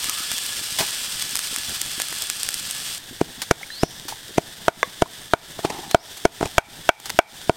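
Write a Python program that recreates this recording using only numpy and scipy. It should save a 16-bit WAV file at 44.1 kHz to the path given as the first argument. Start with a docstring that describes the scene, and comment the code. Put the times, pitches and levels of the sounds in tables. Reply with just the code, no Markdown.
"""Wok and chopping board by a wood fire

Outdoors, water sizzles and spits in an iron wok, first close to the microphone, then cut to farther off.
Noise grains make the sizzle and sharp snaps the spits; shaped noise makes the flames and crackles.
Beside it a knife chops something crisp on a wooden board: noise crunches, then struck modes ring.
Gliding sines make a steam squeal, sauce plops and a far bird; a bright woody knock rings once.
Loud chops overload the recorder: they clip, and its limiter ducks everything for a moment."""
import sys
import numpy as np
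from scipy import signal
from scipy.fft import rfft, irfft
from scipy.io import wavfile
from scipy.ndimage import map_coordinates

SR = 44100
rng = np.random.default_rng(int(sys.argv[2]) if len(sys.argv) > 2 else 0)


def dump(signal):
    """Clip the signal to [-1, 1] and save it as 16-bit WAV at the path in sys.argv[1]."""
    limited = np.clip(np.atleast_2d(signal).T, -1, 1)
    pcm = np.round(limited * 32767).astype(np.int16)
    wavfile.write(sys.argv[1], SR, pcm)


N = 333396


def amp(db):
    """Decibels to gain."""
    return 10 ** (np.asarray(db) / 20)


def unit(x):
    """x at rms 1."""
    return x / np.sqrt(np.mean(x ** 2) + 1e-20)


def seconds(length):
    """A time axis of the given length in seconds."""
    return np.arange(int(length * SR)) / SR


def wobble(rate):
    """A smooth random curve, rate knots a second."""
    knots = rng.standard_normal(int(N * rate / SR) + 4)
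    return map_coordinates(knots, [np.arange(N) * rate / SR])


def add(track, s, sound):
    """Mix a sound into the track at time s."""
    start = max(0, round(s * SR))
    part = track[start:start + len(sound)]
    part += sound[:len(part)]


def coloured(x, points, size=2048):
    """x through a causal (minimum-phase) filter that follows (f/Hz, level/dB) points."""
    hz, db = np.transpose(points)
    log_hz = np.log(np.fft.rfftfreq(size, 1 / SR) + 1)
    gain = amp(np.interp(log_hz, np.log(hz), db))
    cepstrum = irfft(np.log(gain))
    # folding the cepstrum onto positive time gives the minimum phase
    fold = np.r_[1, np.full(size // 2 - 1, 2), np.zeros(size // 2)]
    impulse = irfft(np.exp(rfft(cepstrum * fold)))
    return signal.fftconvolve(x, impulse)[:len(x)]


def grains(count, spread_db):
    """Dense tiny bursts of rms 1, their sizes scattered in dB."""
    sizes = amp(spread_db * np.clip(rng.standard_normal(count), -4, 4))
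    return unit(rng.standard_normal(count) * sizes)


def scattered(count, end, top_db, range_db):
    """(t/s, level/dB) rows of events that fall at random before the end."""
    return [(when * end, top_db - range_db * size) for when, size in rng.random((count, 2))]


def ring(modes, t):
    """A struck body's decaying modes; each level varies a little with the spot that is hit."""
    out = 0
    for hz, db, t60 in modes:
        level_db = db + rng.standard_normal() - 60 * t / t60
        out = out + amp(level_db) * np.cos(2 * np.pi * hz * t)
    return out


def swell(t, rise_s, fall_s):
    """An envelope that grows up to t = 0 and dies away after it."""
    return np.exp(-np.maximum(-t / rise_s, t / fall_s))


def whistle(rows, waver):
    """A wavering tone that follows (t/s, f/Hz, level/dB) rows."""
    s, hz, db = np.transpose(rows)
    t = np.arange(N) / SR
    pitch = np.interp(t, s, hz) * (1 + waver * wobble(400))
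    sounding = (t > s[0]) * (t < s[-1])
    return amp(np.interp(t, s, db)) * sounding * np.sin(2 * np.pi * np.cumsum(pitch) / SR)


# the iron bowl's resonances, heard close up: f/Hz, width/Hz, level/dB beside the direct sound
WOK = [(1712, 15.6, 10), (3430, 24, 3.5)]


def in_wok(x):
    """The iron bowl adds its narrow resonances."""
    out = x
    for hz, width, db in WOK:
        out = out + amp(db) * signal.lfilter(*signal.iirpeak(hz, hz / width, SR), x)
    return out


# spectrum of the sizzle with the microphone close to the wok: f/Hz, relative level/dB per Hz
NEAR_HISS = [(400, -14.5), (1000, -11.5), (1350, -6), (2200, -6.5), (3200, 1.5), (3800, -2), (5000, 0),
             (6700, -5.5), (8700, -0.5), (10500, -11.5), (13000, -9.5), (16000, -19)]
# spectrum of the sizzle from farther off: f/Hz, relative level/dB per Hz
FAR_HISS = [(400, -7), (1200, -9.5), (1750, 0.5), (2400, -9), (3500, 3.5), (4100, -4), (5000, -3),
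            (7000, -7.5), (8800, -4.5), (10700, -14), (13000, -10.5), (16000, -18.5)]
CUT_S = 2.981  # when the sound cuts from close by the wok to farther off
# close up the sizzle slowly dies down, from farther off it is steady (rms dB, dB/s, rms dB)
NEAR_DB, DYING_DB_PER_S, FAR_DB = -27.5, 1.24, -40


def sizzle():
    """Countless vapour bubbles burst as noise grains, in the ringing bowl close up, duller farther off."""
    t = np.arange(N) / SR
    close = unit(coloured(in_wok(grains(N, spread_db=5.0)), NEAR_HISS))
    distant = unit(coloured(grains(N, spread_db=5.0), FAR_HISS))
    nearness = np.clip((CUT_S - t) / 0.0012, 0, 1)  # a 1.2 ms crossfade
    surge = amp(0.1 * wobble(4.5) + 1.07 * wobble(60))
    near_part = nearness * amp(NEAR_DB - DYING_DB_PER_S * t) * close
    far_part = (1 - nearness) * amp(FAR_DB) * distant
    return surge * (near_part + far_part)


# spectrum of the flames: f/Hz, relative level/dB per Hz
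FLAMES = [(20, -2.5), (70, -4.5), (140, -1), (260, -6), (500, -13), (900, -9.5), (2000, -52)]


def flames():
    """Flames flutter as low noise of randomly varying level."""
    flutter = amp(-52.5 + 4.6 * wobble(30) + 0.61 * wobble(2.98))
    return flutter * unit(coloured(rng.standard_normal(N), FLAMES))


def bubble(hz, t60):
    """A bubble rings briefly from hz, rising in pitch as it surfaces."""
    t = seconds(t60)
    envelope = amp(-60 * t / t60) * (1 - np.exp(-t / 0.00017))
    return envelope * np.sin(2 * np.pi * hz * (t + 7.8 * t ** 2))


# clear bubbles in the sauce: t/s, level/dB before the soft onset, starting f/Hz
PLOPS = [(3.613, -30.5, 746), (3.631, -21, 2060), (3.703, -23.5, 1700), (4.124, -21, 830),
         (5.059, -21, 965)]


def sauce():
    """Bubbles ring: a few clear plops over random low blips of the simmering broth."""
    out = np.zeros(N)
    for s, db, hz in PLOPS:
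        add(out, s, amp(db) * bubble(hz, t60=0.028))
    for when, pitch, size in rng.random((190, 3)):
        blip = bubble(115 * 3.5 ** pitch, t60=0.027)
        add(out, when * N / SR, amp(-28 - 35 * size) * blip)
    return out


# the loudest droplets bursting on hot iron: t/s, peak level/dB, body level/dB in the droplet's spectrum
SPITS = [(0.0428, -4.5, -27), (0.0957, -0.5, -27), (0.3159, -3.5, -22.5), (0.381, -7.5, -32),
         (0.4635, -7, -39), (1.1962, -7, -25), (1.223, -3.5, -28), (1.3547, -1.5, -28), (1.365, -4, -31),
         (1.3717, -4, -29), (1.3911, -1.5, -25.5), (1.5614, -2, -26), (1.5845, -7, -31), (1.6943, -12, -24),
         (1.815, -1, -33), (1.9996, -2.5, -15), (2.018, -1, -27), (2.1261, -9, -14.5), (2.2213, -3.5, -48),
         (2.2994, 1, -25), (2.4317, -1.5, -31), (2.4883, 1, -24.5), (2.5416, -2.5, -38), (2.71, -5.5, -37)]
# spectrum of a droplet's snap above its body: f/Hz, relative level/dB per Hz
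DROPLET = [(3300, -27.5), (6500, -24), (9000, -21), (11000, -31), (14000, -28), (17000, -54.5)]
# the lesser ones come at random: loudest peak, range below it, body
SPRAY_DB, SPRAY_RANGE_DB, SPRAY_BODY_DB = -11.5, 9, -31.5


def spits():
    """A droplet bursts in one sharp snap amid a little spray; they are heard only close up."""
    out, t = np.zeros(N), seconds(0.015)
    spray = scattered(count=75, end=CUT_S, top_db=SPRAY_DB, range_db=SPRAY_RANGE_DB)
    lesser = [(s, db, SPRAY_BODY_DB) for s, db in spray]
    for s, db, body_db in list(SPITS) + lesser:
        burst = amp(-20.5 - 60 * t / 0.014) * grains(len(t), spread_db=0.5)
        burst[SR // 1000] = 1  # the snap itself, 1 ms in
        body = [(150, body_db - 18), (1500, body_db)]
        snap = coloured(burst, body + list(DROPLET))
        add(out, s, amp(db) * snap / np.abs(snap).max())
    return out


# steam squealing out from under a shell: t/s, f/Hz before the waver, level/dB
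SQUEAL = [(.07, 1192, -60), (.095, 1246, -30), (.14, 1130, -46), (.19, 1274, -35), (.24, 1310, -38)]


def squeal():
    """Escaping steam makes a short, wavering tone."""
    return whistle(SQUEAL, waver=0.066)


# spectrum of a crackle's snaps: f/Hz, relative level/dB per Hz
SNAP = [(200, -8), (1000, 6), (2800, 5), (4200, 9), (5600, 6), (9000, 4), (13000, -2), (16000, -3)]
# spectrum of a crackle's woody body and of pieces dragged over the board: f/Hz, relative level/dB per Hz
RASP = [(60, -36), (150, -7), (380, 3.5), (540, -14.5), (800, 7), (1050, -4), (1400, -12), (3000, -12),
        (9000, -19), (16000, -45)]
# crisp crackles: embers, and at 0.787 s a bright crunch before the blade's knock: t/s, level/dB, t60/s
CRACKLES = [(0.787, -17.5, 0.24), (3.418, -20, 0.075), (4.083, -26.5, 0.19), (5.9117, -20, 0.023),
            (6.17, -31, 0.082), (7.0005, -19.5, 0.0096), (7.057, -24.5, 0.05), (7.0962, -20, 0.015),
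            (7.1013, -12.5, 0.013)]
CRACKLE_BODY_DB = -13  # woody body relative to the snaps


def crackles():
    """Embers, and one bright crunch, break in decaying grains over a woody noise body."""
    out, t = np.zeros(N), seconds(0.31)
    for s, db, t60 in CRACKLES:
        snaps = unit(coloured(grains(len(t), spread_db=3.5), SNAP))
        body = unit(coloured(rng.standard_normal(len(t)), RASP))
        add(out, s, amp(db - 60 * t / t60) * (snaps + amp(CRACKLE_BODY_DB) * body))
    return out


# below this the board radiates little; the limit climbs with the square of the hardness
# and has doubled at a hardness of THIN_HZ (both Hz)
BASS_LIMIT_HZ, THIN_HZ = 67.3, 2020


def struck(modes, t, hard_hz):
    """A blow of peak 1: a soft, long contact leaves high modes asleep, a hard one is thin in the bass."""
    contact = t * np.exp(-2 * np.pi * hard_hz * t)
    blow = signal.fftconvolve(ring(modes, t), contact)[:len(t)]
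    bass_hz = min(BASS_LIMIT_HZ * (1 + (hard_hz / THIN_HZ) ** 2), SR / 20)
    blow = signal.sosfilt(signal.butter(1, bass_hz, "high", fs=SR, output="sos"), blow)
    return blow / np.abs(blow).max()


# spectrum of crisp fibres breaking: f/Hz, relative level/dB per Hz
CRISP = [(150, 14), (800, 8.5), (1500, -3), (2400, 8), (3300, -8), (6000, -1.5), (9000, -7.5), (12000, -12),
         (16000, -41)]
# the crunch builds up over a few contact times (1 / hardness) and stops short
CRUNCH_CONTACTS, CRUNCH_RELEASE_S = 1.9, 0.0029


def crunch(t, hard_hz):
    """Breaking fibres swell until the blade lands at t = 0; a soft contact draws this out."""
    fibres = unit(coloured(grains(len(t), spread_db=3), CRISP))
    return swell(t, CRUNCH_CONTACTS / hard_hz, CRUNCH_RELEASE_S) * fibres


# modes of the chopping board, for nudges and chops: f/Hz, relative level/dB, t60/s
BOARD = [(146, -8, 0.016), (354, -16.5, 0.036), (427, -4.5, 0.022), (674.6, 4, 0.021), (931, -1, 0.018),
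         (1312, 9, 0.0062), (1444, -13.5, 0.07), (1894, -4.5, 0.0085), (2272, -14, 0.055),
         (2654, -2.5, 0.0091), (3210, -3.5, 0.012)]
# modes of the blade's dull push through the food, for both: f/Hz, relative level/dB, t60/s
THUD = [(163, -11, 0.086), (314, 5, 0.0195), (416, 5.5, 0.014)]
# the blade knocks pieces aside and drags them:
# t/s, knock level/dB, scrape level/dB, drag decay/s, crunch level/dB
NUDGES = [(0.809, -30, -21, 0.013, -17), (5.592, -17.5, -29, 0.006, -49), (5.6493, -6.5, -22.5, 0.018, -42),
          (5.703, -37, -33, 0.15, -20.5), (6.4112, -8.5, -36, 0.005, -25), (6.4292, -5, -23.5, 0.016, -26),
          (6.458, -21, -34, 0.015, -18.5)]
# hardness of the knock, its thud relative to the board, growth time of the scrape
NUDGE_HZ, NUDGE_THUD_DB, SCRAPE_RISE_S = 680, -14, 0.0064


def nudges():
    """The blade knocks softly against pieces, which slip unevenly across the board as fluctuating noise."""
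    out, t = np.zeros(N), seconds(0.4)
    lead = .04  # the crunch starts this long before the knock (s)
    slips = unit(amp(3 * wobble(110)) * coloured(rng.standard_normal(N), RASP))
    for s, knock_db, scrape_db, drag_s, crunch_db in NUDGES:
        knock = struck(BOARD, t, NUDGE_HZ) + amp(NUDGE_THUD_DB) * struck(THUD, t, NUDGE_HZ)
        add(out, s, amp(knock_db) * knock)
        add(out, s - lead, amp(crunch_db) * crunch(t - lead, NUDGE_HZ))
        out += amp(scrape_db) * swell(np.arange(N) / SR - s, SCRAPE_RISE_S, drag_s) * slips
    return out


# strokes of the knife, up to about three a second:
# t/s, board's peak level/dB before the limiter, hardness f/Hz, crunch level/dB
CHOPS = [(3.214, -8.5, 520, -19.5), (3.5116, 5.5, 1780, -6), (3.834, -1, 830, -13.5),
         (4.3822, 2.5, 595, -14.5), (4.6823, 11, 1740, -13.5), (5.0219, 7, 910, -13),
         (5.3359, 12, 1800, -17.5), (5.9466, 14, 1560, -12.5), (6.2536, 10, 1210, -9.5),
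         (6.5816, 16.5, 4550, -6), (6.8912, 17.5, 5600, -16), (7.1897, 18.5, 4350, -15),
         (7.4958, 7, 740, -25)]
# modes of the steel blade, in part close pairs that beat: f/Hz, level/dB under the stroke, t60/s
BLADE = [(810, -46, 0.34), (875, -43, 0.3), (1523, -26, 0.07), (2287, -45, 0.3), (2410, -50, 0.31)]
BLADE_WAKE_HZ = 2800  # a stroke this hard wakes half the blade's ring, harder ones more
# thud of a gentle stroke, the stroke level it holds up to, and dB of thud lost per dB beyond that
THUD_DB, GENTLE_DB, THUD_LOSS = -6, -2.5, 1.54


def knife():
    """The blade crunches through the food and lands on the board: gentle strokes thud, hard ones crack."""
    out, t = np.zeros(N), seconds(0.3)
    lead = .02  # the crunch starts this long before the landing (s)
    for s, db, hard_hz, crunch_db in CHOPS:
        thud_db = THUD_DB - THUD_LOSS * max(db - GENTLE_DB, 0)
        steel = ring(BLADE, t) / (1 + (BLADE_WAKE_HZ / hard_hz) ** 2)
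        landing = amp(db) * (struck(BOARD, t, hard_hz) + steel)
        thud = amp(thud_db) * struck(THUD, t, hard_hz=604)
        add(out, s, landing + thud)
        add(out, s - lead, amp(crunch_db) * crunch(t - lead, hard_hz))
    return out


# calls of the far bird: t/s, level/dB before the open air is added
WHISTLES = [(3.7, -35), (5.881, -40.5)]
# each creeps up, leaps and trails off: t/s from its start, f/Hz before the waver, relative level/dB
WHISTLE = [(0, 3840, -10), (0.025, 4100, 0.5), (0.085, 4510, -2.5), (0.13, 5650, 2), (0.15, 5960, -15),
           (0.25, 6020, -24)]


def bird():
    """Thin upward whistles, wavering tones that follow one shape."""
    return sum(whistle(np.array(WHISTLE) + [s, 0, db], waver=0.0172) for s, db in WHISTLES)


# modes of a bright woody knock: f/Hz, relative level/dB, t60/s
KNOCK_MODES = [(504, -21, 0.081), (665, -6, 0.019), (1107, 0, 0.043), (1170, 1, 0.026), (1670, 10, 0.014),
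               (2020, 9.5, 0.017), (3500, -5, 0.067), (5950, 8, 0.0074)]
# when it sounds: t/s, peak level/dB
KNOCKS = [(4.8301, 0.5)]


def woody_knock():
    """A bright woody knock: short decaying modes, coloured towards the lower middle."""
    out, t = np.zeros(N), seconds(0.31)
    for s, db in KNOCKS:
        knock = coloured(ring(KNOCK_MODES, t), [(100, -40), (400, 11.5), (2500, -3.5), (7000, -10), (14000, -16)])
        add(out, s, amp(db) * knock / np.abs(knock).max())
    return out


def outdoors(x, wet_db, t60):
    """Ground and trees add a scatter: a decaying noise tail, fainter for close sources."""
    t = seconds(.6)
    tail = rng.standard_normal(len(t)) * amp(-60 * t / t60) * (1 - np.exp(-t / 0.0037))
    tail = coloured(tail, [(100, -7), (600, -8), (850, -2.5), (1200, -6), (1900, -7.5),
                           (2380, 0), (3200, -16), (6000, -3.5), (12000, -25)])
    return x + amp(wet_db) * signal.fftconvolve(x, tail / np.linalg.norm(tail))[:N]


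def scene():
    """Wok, fire and knife close by, the bird among the trees."""
    wok = sizzle() + squeal()
    cooking = flames() + sauce() + spits() + crackles()
    board = nudges() + knife() + woody_knock()
    close = outdoors(cooking + board, wet_db=-29.5, t60=0.35)
    far = outdoors(bird(), wet_db=-4, t60=.55)
    return (wok + close + far)[None]


def limited(x, ceiling_db, attack, release_db):
    """Gain drops on an overload within about attack seconds and climbs back by release_db a second."""
    over = np.maximum(20 * np.log10(np.abs(x) + 1e-9) - ceiling_db, 0)
    ramp = release_db * np.arange(N) / SR
    held = np.maximum.accumulate(over + ramp, axis=-1) - ramp
    keep = np.exp(-1 / (attack * SR))
    reduction_db = signal.lfilter([1 - keep], [1, -keep], held)
    return x * amp(-reduction_db)


TOP_HZ = 16000  # the recorder's upper band limit


def record(dry):
    """The limiter is too slow for the first cycles of a loud chop, which clip; then the band limit."""
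    loud = np.clip(limited(dry, ceiling_db=-4.5, attack=0.021, release_db=155), -1, 1)
    return signal.sosfiltfilt(signal.cheby1(12, .05, TOP_HZ, fs=SR, output="sos"), loud)


dry = scene()
out = record(dry)
dump(out)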